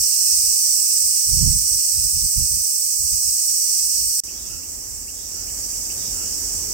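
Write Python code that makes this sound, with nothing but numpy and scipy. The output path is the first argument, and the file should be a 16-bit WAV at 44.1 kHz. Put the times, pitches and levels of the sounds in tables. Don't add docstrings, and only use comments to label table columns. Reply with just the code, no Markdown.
import sys
import numpy as np
from scipy import signal
from scipy.fft import rfft, irfft, next_fast_len
from scipy.io import wavfile
from scipy.ndimage import uniform_filter1d

SR = 44100
rng = np.random.default_rng(int(sys.argv[2]) if len(sys.argv) > 2 else 0)


def persist_wave(psi):
    counts = np.round(np.clip(psi, -1, 1) * 32767).astype(np.int16)
    wavfile.write(sys.argv[1], SR, np.atleast_2d(counts).T)


N = 296793
TIME = np.arange(N) / SR
ECHO_SAMPLES = 8192
SIZE = next_fast_len(N + ECHO_SAMPLES)
HZ = np.maximum(np.arange(SIZE // 2 + 1) * SR / SIZE, 1)
VOICE_SPLIT_HZ, CICADA_TOP_HZ = 7000, 10500


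def from_db(db):
    return 10 ** (np.asarray(db) / 20)


def rms_one(x):
    return x / np.sqrt(np.mean(x ** 2, axis=-1, keepdims=True) + 1e-20)


def in_time(rows):
    seconds, *columns = np.transpose(rows)
    return [np.interp(TIME, seconds, column) for column in columns]


def panned(left_db):
    gains = from_db(np.array([[.5], [-.5]]) * left_db)
    return gains / np.sqrt(np.mean(gains ** 2, axis=0))


def drift(rate):
    knots = rng.standard_normal(int(N / SR * 2 * rate) + 3)
    return rms_one(np.interp(TIME * 2 * rate, np.arange(len(knots)), knots))


def band(low_hz, high_hz, order=24):
    low_edge = 1 + (low_hz / HZ) ** (2 * order)
    high_edge = 1 + (HZ / high_hz) ** (2 * order)
    return (low_edge * high_edge) ** -.5


def colour(points):
    hz, *sides = np.transpose(points)
    return from_db([np.interp(np.log(HZ), np.log(hz), side) for side in sides])


def resonance(hz, width_hz):
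    return 1 / (1 + 1j * (HZ ** 2 - hz ** 2) / (HZ * width_hz))


def sounding(spectrum):
    return rms_one(irfft(spectrum, SIZE)[..., :N])


def foliage(x, t60, scatter_db):
    t = np.arange(ECHO_SAMPLES) / SR
    paths = rng.standard_normal((2, len(t))) * from_db(-60 * t / t60)
    paths *= from_db(scatter_db) / np.linalg.norm(paths, axis=1, keepdims=True)
    paths[[0, 1], rng.integers(0, 18, 2)] += 1
    return rfft(x, SIZE) * rfft(paths, SIZE)


def tymbal(per_s, jitter, uneven_db, count=16000):
    chance = rng.standard_normal((count, 2))
    gaps = np.abs(1 + jitter * chance[:, 0])
    at = (np.cumsum(gaps) / per_s * SR).round().astype(int)
    return np.bincount(at[at < N], from_db(uneven_db * chance[at < N, 1]), N)


def throb(per_s, depth_db, wander=0.038):
    turns = rng.random() + np.cumsum(per_s * (1 + wander * drift(2.1))) / SR
    return from_db(depth_db * np.sin(2 * np.pi * turns))


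def cicada_group(throb_db, flutter_db, haze_db, count=5):
    out = from_db(haze_db) * rfft(rng.standard_normal((2, N)), SIZE)
    for _ in range(count):
        song = rms_one(tymbal(rng.uniform(230, 560), jitter=.05, uneven_db=1.5))
        song = song * throb(rng.uniform(14, 20), throb_db) * from_db(flutter_db * drift(9))
        out = out + foliage(song, t60=0.1, scatter_db=8)
    return out


def shimmer(spectrum, depth_db, count=6):
    spacing_hz = 220
    swells = from_db(depth_db * np.array([drift(7) for _ in range(count)]))
    out = 0
    for k, swell in enumerate(swells):
        away = np.abs((HZ / spacing_hz - k) % count - count / 2)
        share = np.maximum(1 - away, 0)
        out = out + swell * irfft(spectrum * share, SIZE)[:, :N]
    return rms_one(out)


# time in seconds, level of the lower voices in dB, level of the higher voices in dB.
LANE_CICADAS = [(0.1, -25, -22.5), (0.24, -24, -22), (2.86, -28.5, -24.5), (3.73, -26, -24),
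                (4.1, -27.5, -24.5)]
HILL_CICADAS = [(4.32, -39, -40), (4.44, -41, -40), (5.13, -40.5, -40.5), (5.77, -35.5, -35.5),
                (6.65, -35, -34.5)]
# frequency in Hz, left relative level in dB, right relative level in dB.
LANE_COLOUR = [(2020, -49, -31.5), (2765, -33.5, -24.5), (3420, -63, -33.5), (4085, -30.5, -23),
               (4476, -23, -11), (4685, -21.5, -9), (5720, -11.5, 1), (6360, -17, -6.5), (7600, -7, -0.5),
               (7180, -8, 2), (8024, -1, 6.5), (9170, -5.5, -1), (9800, -10, -10), (11100, -13.5, -14)]
HILL_COLOUR = [(1940, -34, -43), (2750, -34, -17), (3480, -41, -24), (4060, -28, -19.5),
               (4600, -20.5, -5.5), (5040, -15, -1.5), (5550, -11.5, 4.5), (6200, -13.5, 5.5),
               (7000, -6.5, -4), (7700, -7, -3), (8440, -10, -5), (9040, -10, -15.5), (10150, -18.5, -19.5),
               (11000, -44, -6.5)]


def cicadas(curve, points, throb_db, flutter_db, haze_db, low_gain_db, high_gain_db):
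    low_db, high_db = in_time(curve)
    body = colour(points)
    low = cicada_group(throb_db, flutter_db, haze_db) * body * band(1954, VOICE_SPLIT_HZ)
    high = cicada_group(throb_db / 2, flutter_db, haze_db) * body * band(VOICE_SPLIT_HZ, CICADA_TOP_HZ)
    low = shimmer(low, depth_db=1.32) * from_db(low_db + low_gain_db) * panned(-7.5)
    high = shimmer(high, depth_db=1.1) * from_db(high_db + high_gain_db) * panned(-3)
    return low + high


# time in seconds, level in dB.
CLOSE_CICADA = [(0, -29.5), (1.3, -29.5), (2.0, -31.3), (3.1, -31.5), (3.8, -33.7)]


def close_cicada():
    level_db, = in_time(CLOSE_CICADA)
    clicks = tymbal(per_s=501, jitter=.012, uneven_db=1.0)
    arriving = foliage(clicks * from_db(1.0 * drift(10)), t60=.03, scatter_db=-5)
    return sounding(arriving * resonance(8150, 1300) ** 2) * from_db(level_db) * panned(-8)


# time in seconds, level in dB.
LANE_CRICKETS = [(0.1, -28.5), (2.57, -31), (4.1, -31)]
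HILL_CRICKETS = [(4.32, -46), (5.21, -46.5), (5.64, -42), (6.65, -41)]
# frequency in Hz, left relative level in dB, right relative level in dB.
CRICKET_COLOUR = [(10860, -7.5, -15.5), (11450, -3, -4.5), (13000, -7.5, 1), (15100, 0.8, 0),
                  (15400, -12, 3.5)]


def bush_crickets(curve, throb_db, gain_db, pan_db):
    level_db, = in_time(curve)
    strokes = throb(17.3, throb_db, wander=.025)
    teeth = np.array([tymbal(per_s=1700, jitter=.35, uneven_db=2.0) for side in ("left", "right")])
    haze = from_db(8) * rng.standard_normal((2, N))
    song = rms_one(teeth) * strokes + haze
    coloured = rfft(song, SIZE) * colour(CRICKET_COLOUR) * band(CICADA_TOP_HZ, 15600)
    return sounding(coloured) * from_db(level_db + gain_db) * panned(pan_db)


# time it reaches full strength in seconds, hold in seconds, level of the slow eddies in dB.
GUSTS = [(0, .01, -34.5), (0.303, 0.19, -40.5), (1.052, .02, -42), (1.309, .25, -22.5), (1.406, .09, -17),
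         (1.59, 0.037, -31), (1.725, 0.038, -32), (1.969, 0.098, -30), (2.149, .03, -28.5),
         (2.234, 0.017, -25.5), (2.381, 0.041, -21.5), (2.516, 0.066, -30), (3.018, .03, -32),
         (3.113, 0.033, -31), (3.26, 0.028, -35.5), (3.84, 0.026, -41.5), (3.982, .1, -37),
         (4.445, 0.14, -39), (4.935, 0.016, -34.5)]
GUST_RISE_DB_PER_S, GUST_FALL_DB_PER_S = 391, 292


def gust_strength():
    strengths = []
    for s, hold, db in GUSTS:
        rise_db = GUST_RISE_DB_PER_S * np.maximum(s - TIME, 0)
        fall_db = GUST_FALL_DB_PER_S * np.maximum(TIME - s - hold, 0)
        strengths.append(db - rise_db - fall_db)
    return np.max(strengths, axis=0)


def evened(x, count=3000):
    return x / np.sqrt(uniform_filter1d(x ** 2, count, axis=-1) + 1e-6)


def wind():
    slow_db = gust_strength()
    fast_db = -24.5 + 1.52 * (slow_db + 20)
    eddies = rfft(rng.standard_normal((2, N)), SIZE)
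    slow = evened(sounding(eddies * band(40, 70, order=5)))
    fast = evened(sounding(eddies * band(112, 150, order=5)))
    return (slow * from_db(slow_db) + fast * from_db(fast_db)) * from_db([[-30], [0]])


LANE_RUMBLE_DB = -53.5
# time in seconds, level in dB.
HILL_RUMBLE = [(4.3, -52), (4.33, -50.5), (5.2, -52), (5.5, -47.5), (5.8, -48.5), (5.97, -46), (6.52, -46),
               (6.7, -45.5)]
# frequency in Hz, left relative level in dB, right relative level in dB.
LANE_AIR = [(22, -18, -8), (41, -5, 6), (59.3, 5, -1.5), (90, -11, -8), (128, -8.5, -19), (222, -16.5, -11),
            (453, -18, -18.5), (700, -20.5, -18), (1040, -20.5, -19.5), (1500, -36, -20),
            (2000, -38, -20.5)]
HILL_AIR = [(22, -30, -24), (41.7, -1, 7.5), (60, 1, -0.5), (93, -3.5, -3), (143, -16.5, -16),
            (240, -12.5, -10), (470, -17.5, -14.5), (700, -21.5, -18), (1000, -26, -18.5),
            (1450, -29.5, -21.5), (2020, -32, -19)]


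def rumble(level_db, points, alike, alike_hz):
    mid, side = rfft(rng.standard_normal((2, N)), SIZE)
    shared = alike / (1 + (HZ / alike_hz) ** 4)
    air = np.sqrt(1 + shared) * mid + np.sqrt(1 - shared) * side * [[1], [-1]]
    return sounding(air * colour(points) * band(22, 2500, order=6)) * from_db(level_db)


def glide(s, length, start_hz, end_hz, hoarse):
    progress = np.clip((TIME - s) / length, 0, 1)
    hz = (start_hz + (end_hz - start_hz) * progress) * hoarse
    return np.sin(np.pi * progress) * np.sin(2 * np.pi * np.cumsum(hz) / SR)


# start in seconds, peak level in dB before echoes and panning.
CHIRPS = [(4.272, -44.5), (4.62, -49), (5.071, -46), (5.468, -46), (5.72, -49), (5.888, -42), (6.31, -53.5)]
CHIRP_S, CHIRP_FROM_HZ, CHIRP_TO_HZ = 0.0305, 2100, 3270
# start in seconds, middle pitch in Hz, peak level in dB before echoes and panning.
NOTES = [(.74, 1124, -61), (4.32, 3480, -53.5), (4.42, 2720, -52.5), (4.43, 1375, -57), (5.12, 3600, -54),
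         (5.3, 1420, -58), (5.95, 3630, -49.5), (6.11, 1393, -54), (6.14, 2840, -51)]
NOTE_S, NOTE_RISE = 0.195, .04
CHIRP_HOARSE, NOTE_HOARSE = 0.0251, .06


def birds():
    flutter = drift(200)
    calls = np.zeros(N)
    for s, db in CHIRPS:
        calls += from_db(db) * glide(s, CHIRP_S, CHIRP_FROM_HZ, CHIRP_TO_HZ, 1 + CHIRP_HOARSE * flutter)
    for s, hz, db in NOTES:
        start_hz, end_hz = hz * (1 - NOTE_RISE / 2), hz * (1 + NOTE_RISE / 2)
        calls += from_db(db) * glide(s, NOTE_S, start_hz, end_hz, 1 + NOTE_HOARSE * flutter)
    arriving = foliage(calls, t60=.25, scatter_db=-1)
    return irfft(arriving, SIZE)[:, :N] * panned(-6)


# time in seconds, pitch in Hz, level in dB.
WHISTLE = [(2.1, 6380, -36), (3.05, 6580, -33), (3.45, 6600, -34), (3.8, 6350, -32), (4.2, 6580, -55)]


def whistler():
    hz, level_db = in_time(WHISTLE)
    tone = np.sin(2 * np.pi * np.cumsum(hz + 55 * drift(120)) / SR)
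    return sounding(foliage(tone, t60=0.063, scatter_db=4)) * from_db(level_db) * panned(-25)


def scene():
    leave_s, arrive_s = 4.203, 4.236
    lane = cicadas(LANE_CICADAS, LANE_COLOUR, throb_db=2.5, flutter_db=0.62, haze_db=10.5,
                   low_gain_db=4, high_gain_db=3)
    lane += close_cicada() + whistler()
    lane += bush_crickets(LANE_CRICKETS, throb_db=4.0, gain_db=3.5, pan_db=-.8)
    lane += rumble(LANE_RUMBLE_DB, LANE_AIR, alike=0.43, alike_hz=900)

    hill = cicadas(HILL_CICADAS, HILL_COLOUR, throb_db=3.0, flutter_db=1.4, haze_db=9,
                   low_gain_db=6.5, high_gain_db=7)
    hill += bush_crickets(HILL_CRICKETS, throb_db=1.0, gain_db=6.5, pan_db=-1.7)
    town_db, = in_time(HILL_RUMBLE)
    hill += rumble(town_db + 6.5, HILL_AIR, alike=0.89, alike_hz=610)

    gap = np.where(TIME < arrive_s, from_db(-24.5), 1)
    return np.where(TIME < leave_s, lane, hill * gap) + wind() + birds()


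def record(dry):
    return signal.sosfilt(signal.ellip(12, .1, 90, 15800, fs=SR, output="sos"), dry)


dry = scene()
out = record(dry)
persist_wave(out)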